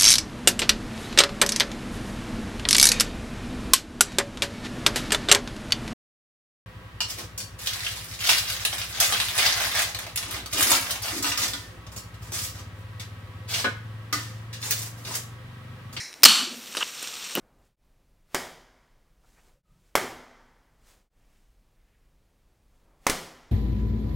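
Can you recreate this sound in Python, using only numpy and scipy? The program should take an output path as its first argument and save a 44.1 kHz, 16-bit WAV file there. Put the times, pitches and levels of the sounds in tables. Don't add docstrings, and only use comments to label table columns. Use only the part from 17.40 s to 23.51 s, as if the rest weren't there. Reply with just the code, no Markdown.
import sys
import numpy as np
from scipy import signal
from scipy.fft import rfft, irfft, next_fast_len
from scipy.io import wavfile
from scipy.ndimage import map_coordinates

SR = 44100
rng = np.random.default_rng(int(sys.argv[2]) if len(sys.argv) > 2 else 0)


def wav_out(sig):
    wavfile.write(sys.argv[1], SR, np.round(np.clip(np.atleast_2d(sig).T, -1, 1) * 32767).astype(np.int16))


N = 269451

# frequency in Hz, relative level in dB.
FLOOR_SPECTRUM = [(12, -27.5), (20, 1), (46, -2), (70, -15.5), (113, -14), (337, -26), (434, -29.5),
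                  (485, -27), (642, -31.5), (1190, -36), (2320, -36), (3740, -38.5), (16000, -45.5)]
AIR_SPECTRUM = [(60, -5.5), (200, 0), (550, -1.5), (1150, -6.5), (2200, -17), (5000, -36)]
GRIP_SPECTRUM = [(700, -24), (1600, 10), (2400, 9), (3200, 3), (6000, -24), (14000, -25)]
RUSTLE_SPECTRUM = [(150, 2), (500, 4), (1200, 4.5), (2200, 2), (4000, 0), (7500, 1), (12000, -6.5),
                   (16000, -7.5)]
SWISH_SPECTRUM = [(100, -8.5), (600, -0.5), (2000, -1.5), (6000, -8.5), (16000, -13)]
CRACKLE_SPECTRUM = [(300, -17.5), (1200, -1.5), (2100, 6), (2700, -5.5), (3200, -2), (5000, -0.5),
                    (7500, -2.5), (11500, -5), (16000, -11)]
BOOM_SPECTRUM = [(40, -21), (70, -11.5), (136, -10.5), (240, -6.5), (350, -1), (600, -2), (1150, -2.5),
                 (1550, -3), (2200, -1.5), (2600, -14), (4000, -23), (9000, -46)]
SIZZLE_SPECTRUM = [(150, -9), (800, -3.5), (2000, -5.5), (2650, -4), (3100, 2), (4000, -3), (5200, -0.5),
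                   (7500, -3), (11500, -8.5), (16000, -14.5)]
# end of rise in seconds, level in dB, then rise, hold and fall in seconds.
ARM_RUSHES = [(-0.005, -68, 0.0537, .22, 0.052), (2.032, -71, .15, 0.066, 0.046),
              (3.478, -73.5, 0.16, 0.0747, 0.25), (5.62, -67.5, 0.26, .25, 0.54)]
GRIP_SHIFTS = [(3.792, -81.5, 0.058, 0.16, 0.11), (4.454, -79.5, .12, .12, .15)]
SLEEVE_BRUSHES = [(.26, -72.5, 0.082, .01, 0.023), (1.869, -68.5, .035, .22, .06),
                  (2.484, -71, 0.12, 0.012, 0.028), (3.487, -60, 0.042, 0.026, 0.058),
                  (3.94, -73, .12, 0.054, 0.11095), (5.359, -78, 0.11, 0.041, 0.11),
                  (5.63, -70.5, .018, 0.015, .02)]
# peak in seconds, level in dB, centre and width in Hz,
# half-length in seconds.
SOFT_BUMPS = [(1.846, -66.5, 984, 1193, 0.011), (1.987, -63, 1552, 2423, 0.022),
              (2.166, -68.5, 525, 89.2, 0.026), (2.29, -75.5, 1250, 170, 0.07),
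              (2.31, -65.5, 150.8, 94.36, 0.13)]
# start in seconds, level in dB.
DRAUGHTS = [(5.708, -33)]
# delay in seconds, gain.
WALL_ECHOES = [(.0052, 0.27), (.0085, 0.29), (0.0128, 0.11), (.0215, .12), (.029, 0.076)]
# frequency in Hz, T60 in seconds.
TAIL_T60 = [(100, 0.94), (260, 0.52), (700, 0.61), (1900, 0.42), (3000, 0.57), (5000, 0.55), (9000, 0.49),
            (15000, 0.51)]
# frequency in Hz, relative level in dB.
LATE_RING_SPECTRUM = [(200, -3.5), (900, 0.5), (2200, -4), (3200, -4), (6000, -5.5), (12000, -21.5)]
# frequency in Hz, relative level in dB, T60 in seconds.
STANDING_WAVES = [(165.7, -3, 0.61), (197.7, -0.5, 0.44), (248, -6, 1.3), (255.4, -4, 0.92),
                  (368.7, 1, .55), (422, -4, 0.48), (527.37, -12, 1.0), (558, -5.5, 0.46), (885, -7, 0.52),
                  (993, -4.5, 0.41), (1190, -10.5, 0.63), (1780, -14.5, .85), (1899, -13.5, .9),
                  (2200, -11.5, 0.38)]
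# time in seconds, pulse level in dB, pulse half-width in seconds,
# rebound share, crackle level in dB, sheet resonance in Hz, then levels in dB of room boom,
# room sizzle, standing waves, late ring (relative to the tail) and swish.
POPPER_SNAPS = [(0.9450, -9.5, 0.00016, 0.45, -15, 5000, -31, -34, -50, -15, -53.5),
                (2.5525, -0.5, 0.00014, 0.52, -10.5, 11940, -25.5, -32, -41, -14, -71),
                (5.6661, -3.5, 0.00014, 0.39, -12, 1470, -28, -33, -39.5, -15.5, -57.5),
                (5.696, -14.5, 0.00051, 0.12, -12, 9600, -37, -33.5, -40, -14, -66)]
DIP_TIMES_S = [0.363, 2.226, 3.696]


def amp(db):
    return 10 ** (np.asarray(db) / 20)


def unit(x):
    return x / np.sqrt(np.mean(x ** 2) + 1e-20)


def along(points, hz):
    point_hz, values = np.transpose(points)
    return np.interp(np.log(hz + 1), np.log(point_hz + 1), values)


def noise(spectrum, size, ring_hz=5000, ring_db=0, ring_width=0.066):
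    padded = next_fast_len(size)
    hz = np.fft.rfftfreq(padded, 1 / SR)
    db = along(spectrum, hz) + ring_db * np.exp(-((hz / ring_hz - 1) / ring_width) ** 2)
    return unit(irfft(rfft(rng.standard_normal(padded)) * amp(db), padded)[:size])


def wobble(rate_hz, size=N):
    knots = rng.standard_normal(int(size * rate_hz / SR) + 4)
    return map_coordinates(knots, [np.arange(size) * rate_hz / SR])


def add(track, start_s, x):
    start = round(start_s * SR)
    track[start:start + len(x)] += x[:N - start]


def swell(peak_s, db, rise_s, hold_s, fall_s):
    t = np.arange(N) / SR - peak_s
    return amp(db) * np.exp(np.minimum(t, 0) / rise_s - np.maximum(t - hold_s, 0) / fall_s)


def background(floor_db=-63.0, air_db=-77.5, waver_db=1, waver_hz=4.6, flurry_db=2, flurry_hz=18):
    still = amp(air_db + waver_db * wobble(waver_hz))
    stirred = sum(swell(*rush) for rush in ARM_RUSHES) * amp(flurry_db * wobble(flurry_hz))
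    floor = amp(floor_db) * noise(FLOOR_SPECTRUM, N)
    return floor + np.hypot(still, stirred) * noise(AIR_SPECTRUM, N)


def bumps():
    t = np.arange(N) / SR
    out = np.zeros(N)
    for peak_s, db, centre_hz, width_hz, half_length_s in SOFT_BUMPS:
        baseband = wobble(width_hz) + 1j * wobble(width_hz)
        band = np.real(baseband * np.exp(2j * np.pi * centre_hz * t))
        out += amp(db) * np.exp(-((t - peak_s) / half_length_s) ** 2) * unit(band)
    return out


def fingers(grain_db=2, grain_hz=51):
    level = sum(swell(*shift) for shift in GRIP_SHIFTS)
    return level * amp(grain_db * wobble(grain_hz)) * noise(GRIP_SPECTRUM, N)


def sleeves(grain_db=1.0, grain_hz=400):
    level = sum(swell(*brush) for brush in SLEEVE_BRUSHES)
    return level * unit(noise(RUSTLE_SPECTRUM, N) * amp(grain_db * wobble(grain_hz)))


def draught(sway_hz=15, decay_s=0.036, eddy_depth=0.3, eddy_hz=70):
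    t = np.arange(SR // 2) / SR
    out = np.zeros(N)
    for start_s, db in DRAUGHTS:
        add(out, start_s, amp(db) * np.exp(-t / decay_s) * np.sin(2 * np.pi * sway_hz * t))
    return out * (1 + eddy_depth * wobble(eddy_hz))


def resonance_clusters(x, ripple_db=2, spacing_hz=14):
    positions = np.fft.rfftfreq(len(x), 1 / SR) / spacing_hz
    ripple = map_coordinates(rng.standard_normal(len(positions)), [positions])
    return irfft(rfft(x) * unit(amp(ripple_db * ripple)), len(x))


def room(sheet_hz, boom_db, sizzle_db, standing_db, late_db, late_t60_s=1.447,
         early_db=2, early_decay_s=0.012, build_s=0.00049, drift_rad=0.45, drift_hz=25):
    t = np.arange(SR + SR // 2) / SR
    boom = amp(boom_db) * noise(BOOM_SPECTRUM, len(t), sheet_hz, ring_db=0.5, ring_width=0.2)
    sizzle = amp(sizzle_db) * noise(SIZZLE_SPECTRUM, len(t), sheet_hz, ring_db=2.0)
    hz, frame_s, bands = signal.stft(resonance_clusters(boom + sizzle), SR, nperseg=256)
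    decay = amp(-60 * frame_s / along(TAIL_T60, hz)[:, None])
    late_ring = amp(late_db + along(LATE_RING_SPECTRUM, hz)[:, None] - 60 * frame_s / late_t60_s)
    tail = signal.istft(bands * np.hypot(decay, late_ring), SR, nperseg=256)[1][:len(t)]
    tail *= amp(early_db * np.exp(-t / early_decay_s))
    wander_rad = drift_rad * wobble(drift_hz, len(t))
    for mode_hz, db, t60_s in STANDING_WAVES:
        phase_rad = 2 * np.pi * (mode_hz * t + rng.random()) + wander_rad
        tail += amp(standing_db + db - 60 * t / t60_s) * np.sin(phase_rad)
    return tail * (1 - np.exp(-t / build_s))


def flap(t, pulse_db, half_width_s, rebound, crackle_db, sheet_hz,
         rebound_lag_s=0.00053, rebound_half_width_s=0.00014, taut_lag_s=0.00072,
         crackle_decay_s=0.0011, flutter_db=-19, flutter_decay_s=0.017):
    suck = -np.exp(-(t / half_width_s) ** 2)
    push = rebound * np.exp(-((t - rebound_lag_s) / rebound_half_width_s) ** 2)
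    taut_s = np.maximum(t - taut_lag_s, 0)
    rise = np.clip(t / taut_lag_s, 0, 1) ** 2
    burst = np.exp(-taut_s / crackle_decay_s)
    flutter = amp(flutter_db) * np.exp(-taut_s / flutter_decay_s)
    crackle = rise * (burst + flutter) * noise(CRACKLE_SPECTRUM, len(t), sheet_hz, ring_db=7.0)
    return amp(pulse_db) * (suck + push) + amp(crackle_db) * crackle


def poppers(lead_s=0.1, swish_rise_s=0.025, direct_delay_s=0.0014, direct_gain=0.83):
    t = np.arange(SR // 5) / SR - lead_s
    swing = np.exp(-abs(t) / swish_rise_s) * (t < 0)
    out = np.zeros(N)
    for snap in POPPER_SNAPS:
        snap_s, pulse_db, half_width_s, rebound, crackle_db, sheet_hz, *room_levels_db, swish_db = snap
        add(out, snap_s - lead_s, amp(swish_db) * swing * noise(SWISH_SPECTRUM, len(t)))
        for delay_s, gain in [(direct_delay_s, direct_gain), *WALL_ECHOES]:
            arrival = flap(t, pulse_db, half_width_s, rebound, crackle_db, sheet_hz)
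            add(out, snap_s - lead_s + delay_s, gain * arrival)
        add(out, snap_s, room(sheet_hz, *room_levels_db))
    return out


def scene():
    mono = poppers() + draught() + sleeves() + fingers() + bumps() + background()
    return np.array([mono, mono])


def record(dry, fade_s=0.09, fade_power=0.9, cutoff_hz=15900):
    to_dip_s = np.min(abs(np.arange(N) / SR - np.array(DIP_TIMES_S)[:, None]), axis=0)
    faded = dry * np.clip(to_dip_s / fade_s, 0, 1) ** fade_power
    lowpass = signal.ellip(10, 0.1, 80, cutoff_hz, fs=SR, output="sos")
    return signal.sosfilt(lowpass, faded)


dry = scene()
out = record(dry)
wav_out(out)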